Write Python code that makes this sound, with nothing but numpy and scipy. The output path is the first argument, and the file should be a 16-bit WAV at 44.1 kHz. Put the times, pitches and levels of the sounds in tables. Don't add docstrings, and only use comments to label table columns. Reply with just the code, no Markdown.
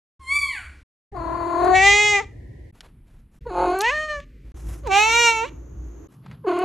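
import sys
import numpy as np
from scipy import signal
from scipy.fft import rfft, irfft
from scipy.io import wavfile
from scipy.ndimage import uniform_filter1d

SR = 44100
rng = np.random.default_rng(int(sys.argv[2]) if len(sys.argv) > 2 else 0)


def wav_out(sig):
    wavfile.write(sys.argv[1], SR, np.round(np.clip(np.atleast_2d(sig).T, -1, 1) * 32767).astype(np.int16))


N = 292824
T = np.arange(N) / SR
TOP_HZ = 13300
OPPOSED = np.array([[1], [-1]])

# start in seconds, end in seconds, hum frequency in Hz, hum width in Hz,
# hum over rumble in dB, side over mid of the air in dB.
ROOMS = [(0.193, 0.833, 68, 12, 4, -30.5), (1.116, 2.712, 56.7, 13.5, -0.5, -3),
         (2.724, 3.392, 55, 22, -8.5, -26.5), (3.407, 4.521, 52.4, 16, 2, -17.5),
         (4.541, 6.076, 56.9, 6.7, 5, -5), (6.083, 6.646, 59, 20, -14, -12)]
# frequency in Hz, relative level in dB.
OPEN_TREBLE = [
    [(3710, -32), (6300, -10), (7000, 0), (8050, -5), (9100, -1), (10200, -6), (11400, -14), (13400, -30)],
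    [(1880, -15), (3200, 7.5), (4220, -4), (4780, -7), (6650, 2), (7630, -5.5), (8500, -15.5), (8860, -38),
     (9520, -24), (10600, -19), (11000, -28), (12900, -41), (13400, -73)],
    [(2120, -27), (3600, -12), (3870, -27), (4220, 2), (4590, -15), (6780, -6), (7120, -17), (8630, -18),
     (8870, -42), (11900, -35), (13400, -61)],
    [(2120, -30), (3700, 0), (4300, -6), (4850, -20), (5660, -5), (6300, -5), (7110, -8), (8330, -19),
     (8940, -35), (9760, -25), (12700, -30), (13400, -46)],
    [(1880, -18), (3200, 10), (3900, -15), (4320, 8), (4900, -16), (5290, -12), (5690, -20), (6810, -12),
     (7630, -35), (10400, 5.5), (13400, -28)],
]
# frequency in Hz, relative level in dB.
CLOSED_TREBLE = [(1880, -41), (3200, -11), (4420, 11.5), (4720, -11), (4840, -34), (4990, -22), (5450, -31),
                 (6730, 3), (8650, -27.5), (9810, 0), (10600, -24), (11600, -24), (13400, -65)]
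TREBLE_EDGE_HZ = [6300, 3200, 3600, 3600, 3200]


def undb(db):
    return 10 ** (np.asarray(db) / 20)


def unit(x):
    return x / np.sqrt(np.mean(x ** 2) + 1e-30)


def on_log(spectrum, hz):
    f, db = np.transpose(spectrum)
    return np.interp(np.log(np.maximum(hz, 1)), np.log(f), db)


def coloured(size, gain_at):
    m = 2 ** int(np.ceil(np.log2(size)))
    spectrum = rfft(rng.standard_normal(m)) * gain_at(np.arange(m // 2 + 1) * SR / m)
    return unit(irfft(spectrum, m)[:size])


def wander(size, rate_hz):
    return coloured(size, lambda f: (f > 0) / (1 + (f / rate_hz) ** 4))


def fade(t, start, end, edge_s):
    return np.clip(np.minimum(t - start, end - t) / edge_s, 0, 1)


def blend(pair, share):
    return pair[0] + share * (pair[1] - pair[0])


def room_tone(room, t):
    # frequency in Hz, relative level in dB.
    spectra = [
        [(15, -39.5), (25, -5.5), (88, -6), (115, -9.5), (135, -18), (304, -23), (688, -39), (850, -36.5),
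         (1560, -35), (11200, -50.5), (13500, -69)],
        [(15, -40.5), (25, -22.5), (48, -9), (118, -4.5), (166, -19), (347, -23), (515, -31.5), (785, -42.5),
         (944, -49.5), (1020, -42.5), (1160, -79.5), (1870, -35), (2500, -53.5), (10900, -66), (13500, -70.5)],
        [(15, -30), (25, 3), (86, -11.5), (124, -9.5), (289, -17.5), (452, -30.5), (620, -37), (2500, -42),
         (6440, -61.5), (10900, -45.5), (13500, -57.5)],
        [(15, -35.5), (25, -12.5), (58, -1.5), (86, -26), (121, -12), (321, -30.5), (347, -34), (558, -42),
         (725, -71), (2020, -47.5), (3080, -57.5), (10900, -72.5), (13500, -66.5)],
        [(15, -61), (25, -30), (54, -8.5), (154, -16.5), (205, -28), (338, -16), (429, -28), (653, -36.5),
         (745, -39), (1200, -40.5), (5080, -64.5), (6610, -42), (8840, -87), (11800, -55), (13500, -92)],
        [(15, -61), (25, -31), (124, 11.5), (440, -14.5), (636, -29), (1110, -18.5), (2130, -43.5),
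         (2930, -33.5), (9070, -54.5), (11200, -30), (13500, -51)],
    ]
    air_db = [-61.5, -53.5, -66, -57.5, -49, -59.5]
    # level at the start in dB, level at the end in dB.
    bass_levels = [(-47, -46), (-37, -41), (-48, -52), (-41, -45), (-38, -41), (-53, -50)]
    # centre in seconds, half length in seconds, rise in dB.
    swells = [(4.7, .07, 6), (5.65, .15, 4), (6.31, .06, 13)]
    start, end, hum_hz, width_hz, hum_db, side_db = ROOMS[room]
    n = len(t)
    rumble = coloured(n, lambda f: undb(on_log(spectra[room], f)) * (f < 250))
    hum = coloured(n, lambda f: 1 / (1 + (2 * (f - hum_hz) / width_hz) ** 2))
    mid, side = (coloured(n, lambda f: undb(on_log(spectra[room], f)) * (f >= 250)) for _ in range(2))
    air = undb(air_db[room] + wander(n, 4)) * (mid + undb(side_db) * side * OPPOSED)
    bass_db = np.interp(t, (start, end), bass_levels[room]) + 2.2 * wander(n, 5)
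    bass_db += sum(db * np.exp(-((t - centre) / half_s) ** 2) for centre, half_s, db in swells)
    return undb(bass_db) * unit(rumble + undb(hum_db) * hum) + air


def rustle():
    # start in seconds, time until the decay in seconds, level below 5 kHz in dB, above it in dB.
    strokes = [(2.73, .05, -62, -71), (2.81, .05, -57, -70), (3.05, .15, -69, -78), (3.31, .07, -69, -74),
               (4.43, .07, -67, -77), (4.51, .012, -56, -69), (4.55, .12, -58, -61), (4.66, .1, -53, -55),
               (4.83, .035, -46, -70), (6.09, .06, -65, -70), (6.22, .08, -58, -80), (6.3, .03, -56, -76)]
    attack_s, t60_s = .03, .2
    grain = undb(2 * wander(N, 58))
    low = coloured(N, lambda f: (f > 300) * (f < 5000) / (1 + (f / 1500) ** 2) ** .81)
    high = coloured(N, lambda f: (f >= 5000) * (f < 12200) * (1 - .98 * (abs(f - 9000) < 350)))
    out = np.zeros(N)
    for start, held_s, low_db, high_db in strokes:
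        attack = np.clip((T - start) / attack_s, 0, 1)
        decay = 1000. ** (-np.maximum(T - start - held_s, 0) / t60_s)
        out += attack * decay * (undb(low_db) * low + undb(high_db) * high)
    return out * grain


def ticks():
    # start in seconds, peak level in dB, centre frequency in Hz, nominal bandwidth in Hz.
    snaps = [(1.6462, -33, 6500, 6000), (2.8066, -30, 2220, 4000), (3.7884, -23, 11500, 7000),
             (3.8074, -14, 4450, 5000), (3.8155, -17, 5000, 12000), (4.2018, -35, 2200, 2800),
             (4.5186, -41, 1960, 4000), (4.8718, -27, 1950, 4000), (6.2622, -38, 1100, 1400),
             (6.3135, -33, 1200, 1800), (6.5894, -33, 9500, 5000)]
    t60_s = .025
    out, t = np.zeros(N + SR), np.arange(4096) / SR
    for start, db, hz, width_hz in snaps:
        burst = rng.standard_normal(len(t)) * 1000. ** (-t / t60_s)
        burst[0] = 2.5
        b, a = signal.iirpeak(hz, hz / width_hz, SR)
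        ring = signal.lfilter(b, a, signal.lfilter(b, a, burst))
        i = int(start * SR)
        out[i:i + len(t)] += undb(db) * ring / np.abs(ring).max()
    return out[:N]


def reverberate(sound, t60_s, echo_db):
    t = np.arange(SR // 2) / SR
    response = rng.standard_normal(len(t)) * 1000. ** (-t / t60_s) * np.clip(t / .0042, 0, 1)
    response *= undb(echo_db) / np.sqrt(np.sum(response ** 2))
    response[0] = 1
    return signal.fftconvolve(sound, response[None], axes=1)


def panning(call, freqs, shut):
    # a meow's shut and open curves (None is the middle) of frequency in Hz,
    # left over right in dB.
    places = [(None, None), ([(60, 0.0), (110, 0.0), (200, 0.0), (360, -2.5), (660, 7.0), (1190, 14.0),
              (2170, 0.5), (3940, -1.5), (7160, 0.5), (13000, 0.5)], [(350, -1.6), (650, 9.8), (1200, 4.2),
              (2100, -.6), (4000, -4.2), (7000, .4), (12500, -2.4)]), (None, None), (None, [(350, -.2),
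              (650, -6.4), (1200, -3.4), (2100, -.6), (4000, -.2), (12500, -.6)]), (None, None)]
    shut_db, open_db = (on_log(curve, freqs) if curve else 0 * freqs for curve in places[call])
    return undb(blend((open_db, shut_db), shut) / 2)


def breath(call, closed, mouth_gain, treble_gain, nose_gain):
    n = len(closed)
    nose = coloured(n, lambda f: (f > 250) / (1 + ((f - 900) / 350) ** 2))
    mouth = coloured(n, lambda f: (f / 2700) ** 4 / (1 + (f / 2700) ** 8))
    trebles = [coloured(n, lambda f: undb(on_log(curve, f)) * (f > TREBLE_EDGE_HZ[call]))
               for curve in (CLOSED_TREBLE, OPEN_TREBLE[call])]
    return mouth_gain * mouth + treble_gain * blend(trebles, 1 - closed) + closed * nose_gain * nose


def throat_db(call, freqs, brightness):
    # a meow's shut and open curves of frequency in Hz, level over effort in dB.
    throats = [ ([(600, -6), (1100, 0), (2200, -10), (3400, -16), (4100, -18), (4600, -4)], [(600, -8),
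               (1100, 0), (1500, 15), (2300, 16), (3400, -4), (4600, 0)]), ([(340, 0), (670, -4), (735, 2),
               (1000, 0), (1090, -8), (1400, -17)], [(400, -10), (750, 2), (790, -5), (830, -8),
               (1230, -17), (1640, -21)]), ([(360, 0), (720, -1), (1080, -8), (1450, -14), (2400, -21)],
               [(470, -7), (610, -13), (950, 0), (1220, -9), (1400, -18), (1800, 3), (2000, 0),
               (2450, -22)]), ([(390, 0), (460, -3), (780, -3), (900, 1), (1200, -14), (1350, -21),
               (1700, -21)], [(400, -10), (470, -8), (800, 1), (930, -1), (1200, -7), (1400, -3),
               (1650, -11), (1780, -18), (1900, -5)]), ([(360, 0), (720, -11), (1080, -12), (1440, -19)],
               [(375, -1), (750, -3), (1100, -11), (1500, -18)]), ]
    return blend([on_log(curve, freqs) for curve in throats[call]], brightness)


def formant_gains(call, freqs, shut, mouth_hz, width_hz, mouth_db, treble_db):
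    above_edge = np.clip((freqs - TREBLE_EDGE_HZ[call]) / freqs[0] + .5, 0, 1)
    mouth = (1 - above_edge) / (1 + (2 * (freqs - mouth_hz) / width_hz) ** 2)
    colour_db = blend((on_log(CLOSED_TREBLE, freqs), on_log(OPEN_TREBLE[call], freqs)), 1 - shut)
    treble = above_edge * undb(colour_db) * (freqs < TOP_HZ)
    treble /= np.sqrt(np.sum(treble ** 2, axis=0) + 1e-12)
    return undb(mouth_db) * mouth + undb(treble_db) * treble


def growl(voice, phase):
    return signal.lfilter(*signal.iirpeak(900, Q=2.2, fs=SR), voice * np.cos(phase / 2))


def meow(call, start, end, contour):
    # trill depth from 0 to 1, start and end of its fade in seconds, trill rate in Hz,
    # echo T60 in seconds, echo level in dB, mouth bandwidth in Hz, phase spread between channels
    # in radians, growl time in seconds, growl depth as a factor.
    manners = [(0, 0, .1, 40, .5, -1.5, 1500, 0, 0, 0), (.42, 1.7, 1.78, 39.93, .3, -18, 800, .6, 0, 0),
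               (.5, 3.715, 3.818, 41.2, .3, -19, 800, 0, 3.6, 2.6), (0, 0, .1, 40, .3, -18, 620, .6, 0, 0),
               (.48, 6.58, 6.8, 35.9, .15, -16, 1500, 0, 0, 0)]
    # (shut, open) pairs of mouth resonance in Hz, its level over effort in dB
    # and treble over effort in dB; then the base level of breath over harmonics in dB.
    vowels = [((5700, 5710), (-24, -22), (-12, -2), -16), ((1760, 2060), (-20, 1), (-24, -8), -31),
              ((2350, 2600), (-23, -5), (-24, -18), -20), ((2500, 2480), (-24, 4), (-25, -3), -29),
              ((2400, 2410), (-28, -19), (-34, -25), -18)]
    (depth, fade_start, fade_end, trill_hz, t60_s, echo_db,
     width_hz, spread, growl_s, growl_depth) = manners[call]
    mouth_hz_pair, mouth_db_pair, treble_db_pair, breath_db = vowels[call]
    t = T[int(start * SR):int(end * SR)]
    n, slow = len(t), t[::64]
    up = lambda curve: np.interp(t, slow, curve)
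    times, *columns = np.transpose(contour)
    pitch_hz, effort_db, brightness = (np.interp(slow, times, column) for column in columns)
    pitch_hz = uniform_filter1d(pitch_hz, size=11, mode="nearest")
    shut = np.clip((fade_end - slow) / (fade_end - fade_start), 0, 1)

    held_db = 6 * np.clip(1.5 - 1.5 * (slow - start) / .045, 0, 1)
    mouth_hz, resonance_db = blend(mouth_hz_pair, brightness), blend(mouth_db_pair, brightness)
    mouth_db = effort_db + resonance_db - 3 * held_db
    treble_db = effort_db + blend(treble_db_pair, brightness ** 2.5) - 3 * held_db

    rise_db = signal.lfilter([1], [1, -.985], np.maximum(np.gradient(resonance_db), 0))
    rasp_db = (1 - shut) * np.minimum(1.1 * rise_db, 17)
    ending_db = 30 * np.clip(1 - (end - slow) / .07, 0, 1) * (end < T[-1])
    leak = undb(breath_db + rasp_db + ending_db + 13.5 * shut)
    voiced = 1 / np.sqrt(1 + leak ** 2)

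    order = np.arange(1, int(TOP_HZ / pitch_hz.min()) + 1)[:, None]
    freqs = order * pitch_hz
    waver, drift = rng.standard_normal((2, 64, 1024))[:, :len(order), :len(slow)]
    gain = voiced * formant_gains(call, freqs, shut, mouth_hz, width_hz, mouth_db, treble_db)
    low_db = effort_db + throat_db(call, freqs[:4], brightness) - held_db * (order[:4] - 1)
    gain[:4] = undb(low_db)
    gain *= undb(9 * uniform_filter1d(uniform_filter1d(waver, size=24), size=12))
    pan = panning(call, freqs, shut)
    lag = spread * ((-1) ** order + 5 * uniform_filter1d(drift, size=24)) / 2
    lag *= np.clip(abs(freqs - mouth_hz) / 1500, .15, 1)

    closed = up(shut)
    beat = 2 * np.pi * np.cumsum(trill_hz * (1 + .04 * wander(n, 8))) / SR
    swing = closed * (.027 * np.cos(beat) + .02 * wander(n, 120)) + .0028 * wander(n, 40)
    phase = 2 * np.pi * np.cumsum(up(pitch_hz) * (1 + swing)) / SR
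    trill = depth * closed * undb(2 * wander(n, 15))
    voice = np.zeros((2, n))
    for j in range(len(order)):
        throb = 1 + trill * np.cos(beat + 1.6 * (j + 1)) / (1 + .3 * max(j - 2, 0))
        harmonic = np.sqrt(2) * np.cos((j + 1) * phase + .12 * j ** 2 + up(lag[j]) * OPPOSED)
        voice += harmonic * throb * [up(gain[j] * pan[j]), up(gain[j] / pan[j])]
    voice += growl_depth * np.exp(-((t - growl_s) / .06) ** 2) * growl(voice, phase)

    airy = up(leak * voiced)
    air = breath(call, closed, mouth_gain=airy * up(undb(mouth_db)),
                 treble_gain=airy * up(undb(treble_db + 3.5)), nose_gain=up(undb(low_db[2] - 8)))
    puffs = (1 + .85 * np.cos(phase)) * (1 + .5 * trill * np.cos(beat))
    return reverberate((voice + puffs * air) * fade(t, start, end, edge_s=.006), t60_s, echo_db)


def scene():
    # mostly mouth opening, also the first meow's brief flutter at 0.4 s.
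    contours = [
        [(.192, 1075, -62, 0), (.214, 1085, -46, 0), (.25, 1035, -51, .2), (.285, 1065, -43, .7),
         (.33, 1142, -39, 1.0), (.375, 1160, -35, 1.0), (.402, 1152, -35, .1), (.42, 1145, -38, 1.0),
         (.46, 1098, -41, .75), (.5, 1060, -44, .8), (.54, 931, -49, .8), (.585, 745, -52, .85),
         (.62, 690, -57, .6), (.67, 570, -63, .5)],
        [(1.12, 433, -52, 0), (1.148, 400, -35, 0), (1.16, 346, -37, 0), (1.22, 333, -35, .05),
         (1.56, 344, -28, 0), (1.66, 361, -21, 0), (1.725, 370, -21, .15), (1.756, 375, -18, .85),
         (1.81, 381, -20, .9), (1.865, 398, -14, 1.0), (1.93, 408, -17, 1.0), (2.03, 417, -18, 1.0),
         (2.1, 415, -19, 1.0), (2.16, 405, -20, .9), (2.198, 389, -22, .75), (2.212, 480, -27, .4),
         (2.225, 400, -37, .7), (2.25, 395, -46, .7)],
        [(3.449, 503, -50, 0), (3.469, 481, -25, 0), (3.487, 470, -39, 0), (3.51, 360, -35, 0),
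         (3.6, 355, -26, .05), (3.72, 362, -24, 0), (3.8, 391, -25, .1), (3.845, 448, -23, .9),
         (3.9, 507, -22, 1.0), (3.915, 570, -26, .9), (3.945, 611, -24, .7), (4.04, 616, -24, .7),
         (4.075, 611, -31, .7), (4.105, 605, -23, .65), (4.16, 583, -29, .6), (4.197, 567, -35, .1),
         (4.215, 575, -50, .8), (4.25, 580, -58, .9)],
        [(4.831, 590, -48, 0), (4.85, 575, -35, 0), (4.872, 475, -24, 0), (4.892, 386, -28, 0),
         (4.915, 381, -23, .75), (4.96, 400, -19, .86), (5.0, 420, -20, .92), (5.07, 444, -25, .95),
         (5.14, 464, -23, 1.0), (5.215, 476, -22, 1.0), (5.29, 462, -22, 1.0), (5.34, 451, -26, .85),
         (5.39, 445, -25, .78), (5.44, 462, -25, .5), (5.46, 570, -33, .6), (5.5, 600, -55, .9)],
        [(6.436, 550, -44, 0), (6.448, 500, -26, .1), (6.46, 400, -31, 0), (6.472, 370, -18, 0),
         (6.55, 348, -23, .3), (6.66, 378, -23, 1.0)],
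    ]
    out, gate = np.zeros((2, N + SR)), np.zeros(N)
    for call, contour in enumerate(contours):
        start, end = contour[0][0], contour[-1][0]
        sound = meow(call, start, end, contour)
        i = int(start * SR)
        out[:, i:i + sound.shape[1]] += sound
    for room, (start, end, *_) in enumerate(ROOMS):
        i = int(start * SR)
        t = T[i:int(end * SR)]
        out[:, i:i + len(t)] += room_tone(room, t)
        gate += fade(T, start, end, edge_s=.0049)
    return (out[:, :N] + rustle() + ticks()) * gate


def record(dry):
    return signal.sosfilt(signal.ellip(10, .2, 80, TOP_HZ, fs=SR, output="sos"), dry)


dry = scene()
out = record(dry)
wav_out(out)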